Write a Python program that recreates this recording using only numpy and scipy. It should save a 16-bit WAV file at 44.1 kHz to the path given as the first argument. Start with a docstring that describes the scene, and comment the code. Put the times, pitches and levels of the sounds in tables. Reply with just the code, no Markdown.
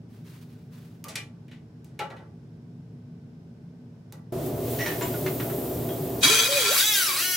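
"""In a garage, at a car's front frame. A fan hums, a sleeve rustles and a metal pipe knocks against the
radiator, exciting the damped modes of both. Abruptly a blower roars and a jet hisses from an air hose
while a cut-off grinder is set against the frame. Its disc bites, nearly stalls and drives the steel
into resonance, then spins up to a whine, a harmonic series on the spindle rate that sags under load."""
import sys
import numpy as np
from scipy import signal
from scipy.fft import rfft, irfft, next_fast_len
from scipy.io import wavfile
from scipy.ndimage import uniform_filter1d

SR = 44100
rng = np.random.default_rng(int(sys.argv[2]) if len(sys.argv) > 2 else 0)


def transcribe(signal):
    """Save signal, clipped to [-1, 1], as a 16-bit WAV file at the path in sys.argv[1]."""
    frames = np.atleast_2d(signal).T
    limited = np.clip(frames, -1, 1)
    pcm = np.round(limited * 32767).astype(np.int16)
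    wavfile.write(sys.argv[1], SR, pcm)


N = 324576
T = np.arange(N) / SR

# Levels in a table are relative to one another; noise spectra give level per unit bandwidth.
# spindle rate, dragged down whenever the disc digs in: t/s, f/Hz
SPINDLE_RATE = [(6.235, 50), (6.31, 109), (6.455, 115), (6.505, 142), (6.565, 147), (6.65, 103), (6.69, 96),
                (6.72, 150), (6.75, 255), (6.79, 347), (6.84, 422), (6.88, 434), (6.922, 420), (7.004, 377),
                (7.105, 282), (7.145, 264), (7.235, 366), (7.295, 368), (7.36, 359)]
# grinding under the push of the hand: t/s, level/dB
PUSH_LEVEL = [(6.23, -18), (6.38, -19.5), (6.495, -26.5), (6.6, -22.5), (6.79, -22), (6.86, -33),
              (7.0, -32), (7.1, -31), (7.22, -34.5), (7.36, -47)]
# spans in which the disc runs without snatching: start/s, end/s
EASY_SPANS = [(6.821, 6.92), (7.219, 7.36)]
# tone of the rotor vanes: t/s, level/dB
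VANE_LEVEL = [(6.24, -34), (6.31, -32), (6.39, -40.5), (6.53, -32.5), (6.7, -36.5), (6.86, -42.5),
              (7.02, -36.5), (7.13, -39), (7.3, -42)]
# partials of the whine: multiple of the spindle rate, level/dB
WHINE_ORDERS = [(1, -25), (2, -18), (3, -17), (5, -7.5), (6, -8.5), (7, -15), (8, -1), (9, -6), (10, -19),
                (11, -7), (12, -8.5), (13, -10), (14, -5), (15, -14), (16, -3.5), (17, -9), (18, -5.5),
                (19, -19), (20, -13), (22, -9), (23, -21), (24, -11), (25, -19), (26, -12), (28, -5),
                (29, -16), (32, -10), (33, -11), (34, -18), (35, -10), (37, -19), (42, -10), (44, -12)]
# modes of the steel frame: f/Hz, bandwidth/Hz, level/dB
FRAME_MODES = [(1016, 45, -13), (1364, 17, -1), (1557, 12, -3.5), (1730, 60, -13), (2304, 19, -2),
               (2474, 16, 2.5), (2990, 30, -8.5), (3255, 41, -2), (3360, 20, -3), (3414, 59, -5.5),
               (3846, 42, 0), (4030, 52, -9), (4620, 68, -5), (4920, 52, -11), (5750, 63, -10),
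               (6170, 25, -2), (6500, 58, -12.5), (6780, 64, -12.5), (7180, 44, -10.5), (7600, 51, -7),
               (7960, 37, -7), (8120, 60, -12), (9090, 21, -7.5), (9530, 55, -16), (9560, 50, -10),
               (9860, 41, -11), (10600, 70, -13), (10750, 62, -17), (11130, 100, -12)]
# abrasion noise: f/Hz, level/dB
GRIT_SPECTRUM = [(180, -39), (300, -21), (565, -9), (624, -8), (1870, -3), (2400, 0.5), (2700, -4.5),
                 (3290, -11), (4300, -0.5), (6000, -3.5), (16000, -15)]
# spent air: f/Hz, level/dB
EXHAUST_SPECTRUM = [(240, -41), (400, -3), (453, -33), (839, -18), (949, -26), (1380, -5), (2710, 0),
                    (3870, -20), (4240, -8), (4580, -8.5), (16000, 4.5)]
# resonances of the exhaust ports: f/Hz, bandwidth/Hz, level/dB
PORT_MODES = [(7850, 210, -13), (10950, 430, -0.5), (12830, 350, -2), (15550, 400, -3)]
# the disc chatters on a resonance of the frame: t/s, duration/s, f/Hz, level/dB
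CHATTER_SQUEALS = [(6.262, 0.052, 3290, -27), (6.297, 0.033, 2480, -35), (6.305, 0.12, 6105, -31.5),
                   (6.335, 0.058, 3260, -27), (6.345, 0.065, 2470, -29.5), (6.36, .11, 3410, -28.5),
                   (6.435, 0.036, 3880, -31), (6.515, .04, 3880, -31), (6.545, 0.05, 2475, -36),
                   (6.96, 0.085, 4640, -35.5)]
# the tool touches the frame: t/s, scrape/dB, chime/dB, ring/dB, ring f/Hz, scrape and ring t60/s
TOOL_TAPS = [(4.787, -46, -37.5, -31, 1914, 0.23), (4.805, -39, -37.5, -35.5, 1927, 0.35),
             (4.86, -33.5, -33, -35.5, 1780, 0.34), (5.01, -36, -42, -38, 983, 0.35),
             (5.021, -44, -39, -35, 7280, 0.1), (5.14, -45.5, -54, -47, 1430, 0.14),
             (5.262, -31.5, -40, -35.5, 2100, 0.12), (5.398, -36.5, -48, -40, 1346, 0.17),
             (5.499, -44.5, -54, -40.5, 1388, 0.11), (5.889, -45, -50, -42.5, 3260, 0.15)]
# modes of the grinder's body: f/Hz, level/dB
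HOUSING_MODES = [(1790, -6), (2400, -11), (2930, -9.5), (3440, -12), (3930, -9), (4400, -11), (5380, -9),
                 (5990, -5.5), (7200, -11.5), (9300, -12)]
# pipe on radiator: t/s, crack/dB, clunk/dB, clatter/dB, sizzle/dB, clatter t60/s
PIPE_KNOCKS = [(1.041, -31, -45, -52.5, -61, 0.24), (1.084, -37, -54, -48.5, -39.5, 0.43),
               (1.155, -34, -45, -31.5, -26.5, .16), (1.481, -59, -75, -57, -72, 0.12),
               (1.512, -67, -62, -51, -76, 0.22), (1.845, -49.5, -71, -76, -67, 1),
               (1.991, -41, -31.5, -34.5, -41, 0.16), (2.101, -62, -34.5, -47.5, -66, 0.11),
               (2.165, -66, -46.5, -56, -66, 0.2), (4.124, -38.5, -51, -63, -52, 0.19)]
# ringing partials of the radiator, struck by the pipe: t/s, f/Hz, level/dB
RADIATOR_RINGS = [(1.045, 1190, -33), (1.088, 650, -39.5), (1.16, 2400, -34), (1.998, 843, -23),
                  (1.997, 1332, -29), (1.993, 2864, -36), (1.993, 3876, -43), (1.995, 390, -30),
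                  (2.091, 1330, -49)]
# modes of the radiator and of the pipe: f/Hz, bandwidth/Hz, level/dB
RADIATOR_MODES = [(382, 79, 1.5), (540, 78, 3), (660, 92, -0.5), (844, 41, 6), (1163, 43, 0.5),
                  (1339, 20, 1), (1490, 88, -8), (1670, 26, -3.5), (1930, 94, -8)]
PIPE_MODES = [(1990, 600, 5.5), (2560, 290, 6), (2910, 280, 4), (4180, 820, -2.5), (5330, 1400, -9.5)]
# hiss of the moving hose: t/s, level/dB, midrange lift/dB
LEAK_LEVEL = [(4.345, -55.5, 8), (4.465, -42.5, 3), (4.54, -50, 3), (4.72, -38, 2), (4.95, -40, 3.5),
              (5.16, -38.5, 0), (5.28, -40.5, 1), (5.44, -38.5, -2.5), (5.75, -41, -1), (6.15, -43, 0.5)]
# jet at the coupling: f/Hz, level/dB
LEAK_SPECTRUM = [(880, -18), (1500, -10.5), (2720, -11.5), (3220, -8.5), (5540, -12), (8400, -7.5),
                 (10200, -7), (12900, -2), (15200, 0.5), (16000, -4)]
# centre of the jet's breathy whistle: t/s, f/Hz
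LEAK_PITCH = [(4.45, 14440), (4.76, 15300), (4.9, 14000), (5.05, 14000), (5.18, 12700), (5.3, 15000),
              (5.42, 13500), (5.78, 13100), (6.1, 14300)]
# the blower's air noise, duct tones and mains hum: f/Hz, level/dB
BLOWER_SPECTRUM = [(25, -79), (45, -27), (64, -2.5), (90, -5), (120, 1.5), (155, 3.5), (210, -6.5),
                   (260, 2.5), (385, -0.5), (460, -5), (690, -5), (780, -13.5), (900, -15), (1150, -19.5),
                   (1600, -27), (4000, -34)]
DUCT_TONES = [(145, -44.5), (376.8, -37.5), (414.5, -44.5), (479.1, -49), (597.5, -45), (672.9, -44),
              (802.1, -54)]
MAINS_TONES = [(119.0, -39.5), (241.0, -43.5)]
# swishes of the sleeve: t/s, hold/s, level/dB
SWISHES = [(0.08, 0.084, -61.5), (0.24, 0.061, -52.5), (0.463, 0.045, -62), (0.702, 0.049, -55.5),
           (0.823, 0.025, -62.5)]
# rubbing cloth: f/Hz, level/dB
CLOTH_SPECTRUM = [(530, -33), (900, -5), (1030, -2), (4150, -6.5), (7490, -13), (15200, -13.5), (16000, -9)]
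# the fan's tones and air noise: f/Hz, level/dB
FAN_TONES = [(113.0, -53), (140.0, -54.5), (166.9, -55), (242.2, -57), (306.8, -64.5), (393.0, -74.5),
             (419.9, -74), (452.2, -69)]
FAN_SPECTRUM = [(15, -87), (25, -47.5), (102, -7), (170, -2), (200, -12.5), (236, -5.5), (270, -14.5),
                (309, -20.5), (335, -17.5), (451, -21), (489, -26.5), (607, -26.5), (1190, -38.5),
                (5140, -49.5), (16000, -65)]
# the fan's whistles: f/Hz, bandwidth/Hz, level/dB
FAN_RESONANCES = [(1523, 45, -78.5), (5230, 580, -81)]
# left-right coherence of the fan's air and of the other noises: f/Hz, coherence
FAN_COHERENCE = [(60, 0.97), (180, 1), (550, 0.67), (1650, 0.0), (4970, 0.14), (15000, 0.52)]
COHERENCE = [(60, 1), (130, 0.99), (290, 0.93), (640, 0.58), (1400, 0.41), (3000, 0.55), (7000, 0.5),
             (14000, 0.67)]
# level difference from the place of work: f/Hz, left minus right/dB
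EAR_DIFFERENCE = [(60, 0.0), (150, 1), (380, -3), (950, 3.5), (2380, 0), (5980, 1.5), (15000, 1.5)]

FULL_SPEED_HZ, TRIGGER_S = 430, 6.23   # the grinder's nominal spindle rate and its start
BLOWER_START_S = 4.321


def grinder():
    """Rotating machinery: a four-vane air motor turns the disc; speed and push govern its sound."""
    speed = uniform_filter1d(in_time(SPINDLE_RATE)[0], size=SR // 30)
    octaves = np.log2(speed / FULL_SPEED_HZ)
    grind_db = grinding_db()
    easy = sum(after(start_s, 0.026) - after(end_s, 0.026) for start_s, end_s in EASY_SPANS)
    running = after(TRIGGER_S, rise_s=0.024)
    # snatching modulates the speed and blurs the upper partials, most when the motor labours
    flutter = (.004 + .018 * np.minimum(octaves ** 2, 1)) * (1 - easy) + .0015 * easy
    angle = 2 * np.pi * np.cumsum(speed * (1 + flutter * drift(450))) / SR
    motor = running * (vanes(angle, speed, easy) + whine(angle, octaves, grind_db, easy))
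    rush = abrasion(angle, speed, grind_db) + exhaust(angle, octaves, grind_db, running)
    rush *= from_db(-2.5 * easy)
    return garage(motor, wet_db=-3, t60=0.18, shared=0.68) + band(rush, 220, 15300, order=1)


def grinding_db():
    """Contact force sets the grinding level: the disc grazes, bites, then follows the hand."""
    push_db, = in_time(PUSH_LEVEL)
    graze_db = -1398 * np.maximum(6.233 - T, 0)
    bite_db = 5 * np.exp(-((T - 6.243) / 0.01) ** 2)
    return push_db + graze_db + bite_db


def whine(angle, octaves, grind_db, easy):
    """Forced vibration: harmonics of the spindle rate swell as they pass through resonances."""
    pressure = np.minimum(from_db(grind_db + 29), 1)
    snatching = 1 - easy
    speed_db = 14 * octaves
    whine_db = -29.3 + speed_db - 3 * pressure ** 2 * snatching   # a hard push smothers the whine
    tone, on = np.zeros(N), T > TRIGGER_S
    for k in np.setdiff1d(np.arange(1, 45), 4):   # the vanes supply the fourth harmonic
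        level_db = whine_db[on] + np.interp(k, *np.transpose(WHINE_ORDERS)) + 2 * drift(40, T[on])
        level_db += 4 * snatching[on] * drift(110, T[on])
        # the rim's grit repeats every turn, adding partials that peak at the twelfth
        above_peak = np.log2(k / 12)
        rim_db = -36.5 + min(12 * above_peak, -5 * above_peak)
        rim = pressure[on] * snatching[on] * from_db(rim_db + speed_db[on] + 5 * drift(110, T[on]))
        tone[on] += np.hypot(from_db(level_db), rim) * np.sin(k * (angle[on] + 2 * np.pi * rng.random()))
    tone *= 1 + .3 * pressure * drift(600)   # rasp under pressure
    # the disc screams only near full speed
    disc = from_db(7 + 60 * octaves) * resonate(tone, hz=3850, width_hz=220)
    frame = from_db(4) * body(pressure * snatching * tone, FRAME_MODES)
    muffler = from_db(13) * resonate((1 - pressure) ** 2 * tone, hz=12780, width_hz=220)
    return tone + disc + frame + muffler


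def vanes(angle, speed, easy):
    """Vane-passing tone at four times the spindle rate, roughened by amplitude modulation."""
    level_db, = in_time(VANE_LEVEL)
    roughness = .6 * (1 - easy) * np.sqrt(speed / FULL_SPEED_HZ) * (drift(70) + drift(300))
    return from_db(level_db) * np.sqrt(2) * np.sin(4 * angle) * (1 + roughness)


def abrasion(angle, speed, grind_db):
    """Friction noise from the grit excites the frame's modes, each flaring and fading on its own."""
    # the disc is slightly out of true and presses hardest once a turn
    contact = rms_one(from_db(2.5 * np.cos(angle) + 0.88 * drift(160)))
    scrape = noise([(100, 0), (16000, 0)]) * contact
    flaring_modes = [(hz, width, db + 2 * drift(45)) for hz, width, db in FRAME_MODES]
    grab = from_db(1.5 - 2.2 * speed / 100)   # a slow disc grabs the frame; a fast one skims it
    ringing = grab * rms_one(body(scrape, flaring_modes))
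    grit = from_db(-5.5) * noise(GRIT_SPECTRUM, grain_db=0.5) * contact
    return from_db(grind_db) * (ringing + grit)


def exhaust(angle, octaves, grind_db, running):
    """Turbulent spent air and sparks hiss, pulsed once per vane and coloured by port resonances."""
    air_gain = running * from_db(-25.5 + 4 * octaves)
    spark_gain = from_db(grind_db + 6 + 6 * octaves)
    puffs = 1 + .25 * np.cos(4 * angle)
    hiss = np.hypot(air_gain, spark_gain) * noise(EXHAUST_SPECTRUM, grain_db=-1.0) * puffs
    ports = sum(from_db(db) * resonate(hiss, hz, width) for hz, width, db in PORT_MODES)
    return from_db(-1.3) * (hiss + ports)


def squeals():
    """Self-excited vibration: the disc chatters on the frame's resonances in short rasping swells."""
    out = np.zeros(N)
    for s, length_s, hz, db in CHATTER_SQUEALS:
        t = T[:int(length_s * SR)]
        tone = np.sin(2 * np.pi * np.cumsum(hz + 36 * drift(420, t)) / SR)
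        rasp = .9 + .5 * drift(300, t)
        swell = np.sqrt(2 * np.abs(np.sin(np.pi * t / length_s)))
        add(out, s, from_db(db) * tone * rasp * swell)
    return out


def valve(open_s=6.206):
    """Throttling noise: the valve spits air just before the motor turns."""
    spit = rms_one(band(noise([(100, 0), (16000, 0)]), 4300, 7200))
    return from_db(-41) * spit * after(open_s, 0.0035) * dying(np.maximum(T - open_s, 0), 0.35)


def clinks(ring_q=79):
    """Impact and sliding friction: the tool chimes on the frame, and its skid rings one resonance."""
    out, t = np.zeros(N), T[:SR // 2]
    for s, scrape_db, chime_db, ring_db, hz, t60 in TOOL_TAPS:
        grit = rng.standard_normal(len(t)) * grains(3.2, len(t))
        scrape = from_db(scrape_db) * rms_one(band(grit, 530, 2600))
        ring = from_db(ring_db) * rms_one(resonate(grit, hz, hz / ring_q))
        # each new grip detunes the body a little, and contact chatter roughens its ring
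        chime = sum(from_db(chime_db + db + rng.normal(0, 2))
                    * np.sin(2 * np.pi * mode_hz * rng.normal(1, .008) * t + drift(400, t))
                    for mode_hz, db in HOUSING_MODES)
        add(out, s, (scrape + ring) * struck(t, 0.0025, t60) + chime * struck(t, 0.0025, 0.68 * t60))
    return garage(out, wet_db=-3.5, t60=0.21, shared=0.15)


def knocks():
    """Impact excitation: after a crack, radiator and pipe rattle on, the treble damped soonest."""
    out, t = np.zeros(N), T[:SR // 2]
    for s, crack_db, clunk_db, clatter_db, sizzle_db, t60 in PIPE_KNOCKS:
        white = rng.standard_normal((4, len(t)))
        crack = rms_one(band(white[0], 1200, 21500, order=1)) * dying(t, 0.015)
        clunk = rms_one(body(white[1], RADIATOR_MODES)) * struck(t, 0.056, 1.87 * t60)
        clatter = rms_one(body(white[2], PIPE_MODES)) * struck(t, 0.0053, t60)
        sizzle = rms_one(band(white[3], 3200, 9100)) * struck(t, 0.0086, 0.31 * t60)
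        add(out, s, from_db(crack_db) * crack + from_db(clunk_db) * clunk
            + from_db(clatter_db) * clatter + from_db(sizzle_db) * sizzle)
    return garage(out, wet_db=-5.0, t60=0.22, shared=0.37)


def clanks():
    """Damped free vibration: single partials of the struck radiator swell and die away."""
    out, t = np.zeros(N), T[:SR // 2]
    for s, hz, db in RADIATOR_RINGS:
        tone = np.sin(2 * np.pi * hz * t + 0.48 * drift(194, t))
        add(out, s, from_db(db) * tone * struck(t, rise_s=0.096, t60=0.19))
    return out


def leak():
    """Jet noise: air escapes from the coupling in a thin hiss whose colour shifts as the hose moves."""
    level_db, middle_db = in_time(LEAK_LEVEL)
    whistle_hz, = in_time(LEAK_PITCH)
    jet = noise(LEAK_SPECTRUM)
    jet += (from_db(middle_db) - 1) * band(jet, 1300, 7500, order=1)
    # low-frequency noise shifted up to the whistle's pitch
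    real, imaginary = band(rng.standard_normal((2, N)), 20, 750)
    carrier = np.exp(2j * np.pi * np.cumsum(whistle_hz) / SR)
    whistle = rms_one(np.real((real + 1j * imaginary) * carrier))
    return from_db(level_db + 1.27) * (jet + from_db(-7) * whistle) * (1 - after(6.25, .2))


def blower(sink_s=6.194, sink_db=18):
    """Turbulent flow roars over duct tones and mains hum; just after 6.19 s the level sinks by about 18 dB."""
    sunk = 1 - np.exp(-np.maximum(T - sink_s, 0) / 0.26)
    duct = from_db(-35.46) * rms_one(hum(DUCT_TONES, waver=0.97, waver_hz=22))
    mains = hum(MAINS_TONES, waver=0.32, waver_hz=9)
    roar = from_db(-32) * noise(BLOWER_SPECTRUM)
    return from_db(-sink_db * sunk) * (roar + duct + mains)


def sleeve(rise_s=0.033, t60=0.85):
    """Friction of cloth in fine grains: swishes swell, hold and die away, adding in power."""
    power = np.zeros(N)
    for s, hold_s, db in SWISHES:
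        release = dying(np.maximum(T - s - rise_s - hold_s, 0), t60)
        power += (from_db(db) * after(s, rise_s) * release) ** 2
    return np.sqrt(power) * from_db(-3.0 + 1.2 * drift(72.7)) * noise(CLOTH_SPECTRUM, grain_db=3.0)


def fan():
    """Tonal and broadband fan noise: beating low tones and faint whistles over moving air."""
    whistles = sum(from_db(db) * rms_one(resonate(rng.standard_normal((2, N)), hz, width))
                   for hz, width, db in FAN_RESONANCES)
    air = from_db(-47) * noise(FAN_SPECTRUM, coherence=FAN_COHERENCE)
    return from_db(0.5) * hum(FAN_TONES, waver=0.3, waver_hz=3.99) + air + whistles


def garage(x, wet_db, t60, shared):
    """Reverberation: direct sound plus dense reflections, partly common to both ears."""
    t = T[:SR // 2]
    diffuse = band(rng.standard_normal((3, len(t))), 510, 12300, order=1)
    common, left, right = diffuse * dying(t, t60) * (t > .002)
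    echoes = shared * common + np.array([left, right])
    echoes /= np.sqrt(np.sum(echoes ** 2, axis=1, keepdims=True))
    return x + from_db(wet_db) * signal.fftconvolve(np.atleast_2d(x), echoes, axes=1)[:, :N]


def placed(x):
    """Interaural level difference, varying with frequency, sets a source a little to the left."""
    size = next_fast_len(N)
    lean_db = at_hz(EAR_DIFFERENCE, np.arange(size // 2 + 1) * SR / size)
    return irfft(rfft(x, size) * from_db(lean_db * [[.5], [-.5]]), size)[:, :N]


def hum(lines, waver, waver_hz):
    """Random modulation: steady tones waver in amplitude and phase."""
    out = np.zeros(N)
    for hz, db in lines:
        phasor = 1 + waver * (drift(waver_hz) + 1j * drift(waver_hz))
        out += from_db(db) * np.real(phasor * np.exp(2j * np.pi * (hz * T + rng.random())))
    return out * np.sqrt(2 / (1 + 2 * waver ** 2))


def noise(spectrum, grain_db=0, coherence=COHERENCE):
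    """Spectral shaping of partly coherent stereo noise, optionally grainy; rms 1."""
    sizes = grains(grain_db, N)
    size = next_fast_len(N)
    hz = np.arange(size // 2 + 1) * SR / size
    mid, side = rfft(rng.standard_normal((2, N)) * sizes, size) * from_db(at_hz(spectrum, hz))
    alike = np.clip(at_hz(coherence, hz), 0, 1)
    stereo = np.sqrt(1 + alike) * mid + np.sqrt(1 - alike) * side * [[1], [-1]]
    return rms_one(irfft(stereo, size)[:, :N])


def grains(grain_db, count):
    """Random gains with exponentially distributed levels."""
    return from_db(grain_db * np.minimum(rng.exponential(1, count), 5))


def body(x, modes):
    """Modal superposition: resonances in parallel, alternating in sign."""
    return sum((-1) ** k * from_db(db) * resonate(x, hz, width) for k, (hz, width, db) in enumerate(modes))


def resonate(x, hz, width_hz):
    """A damped oscillator with unit peak gain."""
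    r = np.exp(-np.pi * width_hz / SR)
    poles = [1, -2 * r * np.cos(2 * np.pi * hz / SR), r * r]
    return signal.lfilter(np.array([1, 0, -1]) * (1 - r * r) / 2, poles, x + 1e-18)


def band(x, low_hz, high_hz, order=2):
    """Maximally flat band-pass."""
    edges = [low_hz, min(high_hz, SR / 2 - 1000)]
    return signal.sosfilt(signal.butter(order, edges, "band", fs=SR, output="sos"), x)


def drift(rate, t=T):
    """Random fluctuation of unit variance, with `rate` new values a second."""
    knots = rng.standard_normal(N // 32)
    return np.interp(t * rate, np.arange(len(knots)), knots) * np.sqrt(3 / 2)


def struck(t, rise_s, t60):
    """Exponential build-up and decay."""
    return dying(t, t60) * (1 - dying(t, rise_s))


def dying(t, t60):
    """Exponential decay, 60 dB in t60."""
    return np.exp(-np.log(1000) * t / max(t60, 1e-3))


def after(start_s, rise_s):
    """A ramp from 0 to 1."""
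    return np.clip((T - start_s) / rise_s, 0, 1)


def in_time(rows):
    """Each column of a curve at every sample."""
    s, *columns = np.transpose(rows)
    return [np.interp(T, s, column) for column in columns]


def at_hz(points, hz):
    """Interpolation on a log-frequency axis."""
    table = np.array(points)
    return np.interp(np.log(hz + 1e-9), np.log(table[:, 0]), table[:, 1])


def from_db(db):
    """Decibels to gain."""
    return 10 ** (np.asarray(db) / 20)


def rms_one(x):
    """Scale to unit power."""
    return x / np.sqrt(np.mean(x ** 2) + 1e-20)


def add(out, s, sound):
    """Mix a sound in at time s."""
    start = round(s * SR)
    out[..., start:start + sound.shape[-1]] += sound[..., :N - start]


def scene():
    """Superposition of the sources: quiet handwork, then the blower and the grinder."""
    loud = after(BLOWER_START_S, .003)
    background = fan() * (1 - loud) + (blower() + leak()) * loud
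    handwork = sleeve() + knocks() + clinks()
    tool = valve() + grinder()
    ringing = garage(clanks() + squeals(), wet_db=-5.5, t60=0.069, shared=0.23)
    return background + handwork + placed(tool + ringing)


def record(dry, cutoff_hz=15780):
    """Soft saturation rounds the highest peaks; a steep low-pass cuts the top."""
    return signal.sosfilt(signal.ellip(12, .1, 90, cutoff_hz, fs=SR, output="sos"), np.tanh(dry))


dry = scene()
out = record(dry)
transcribe(out)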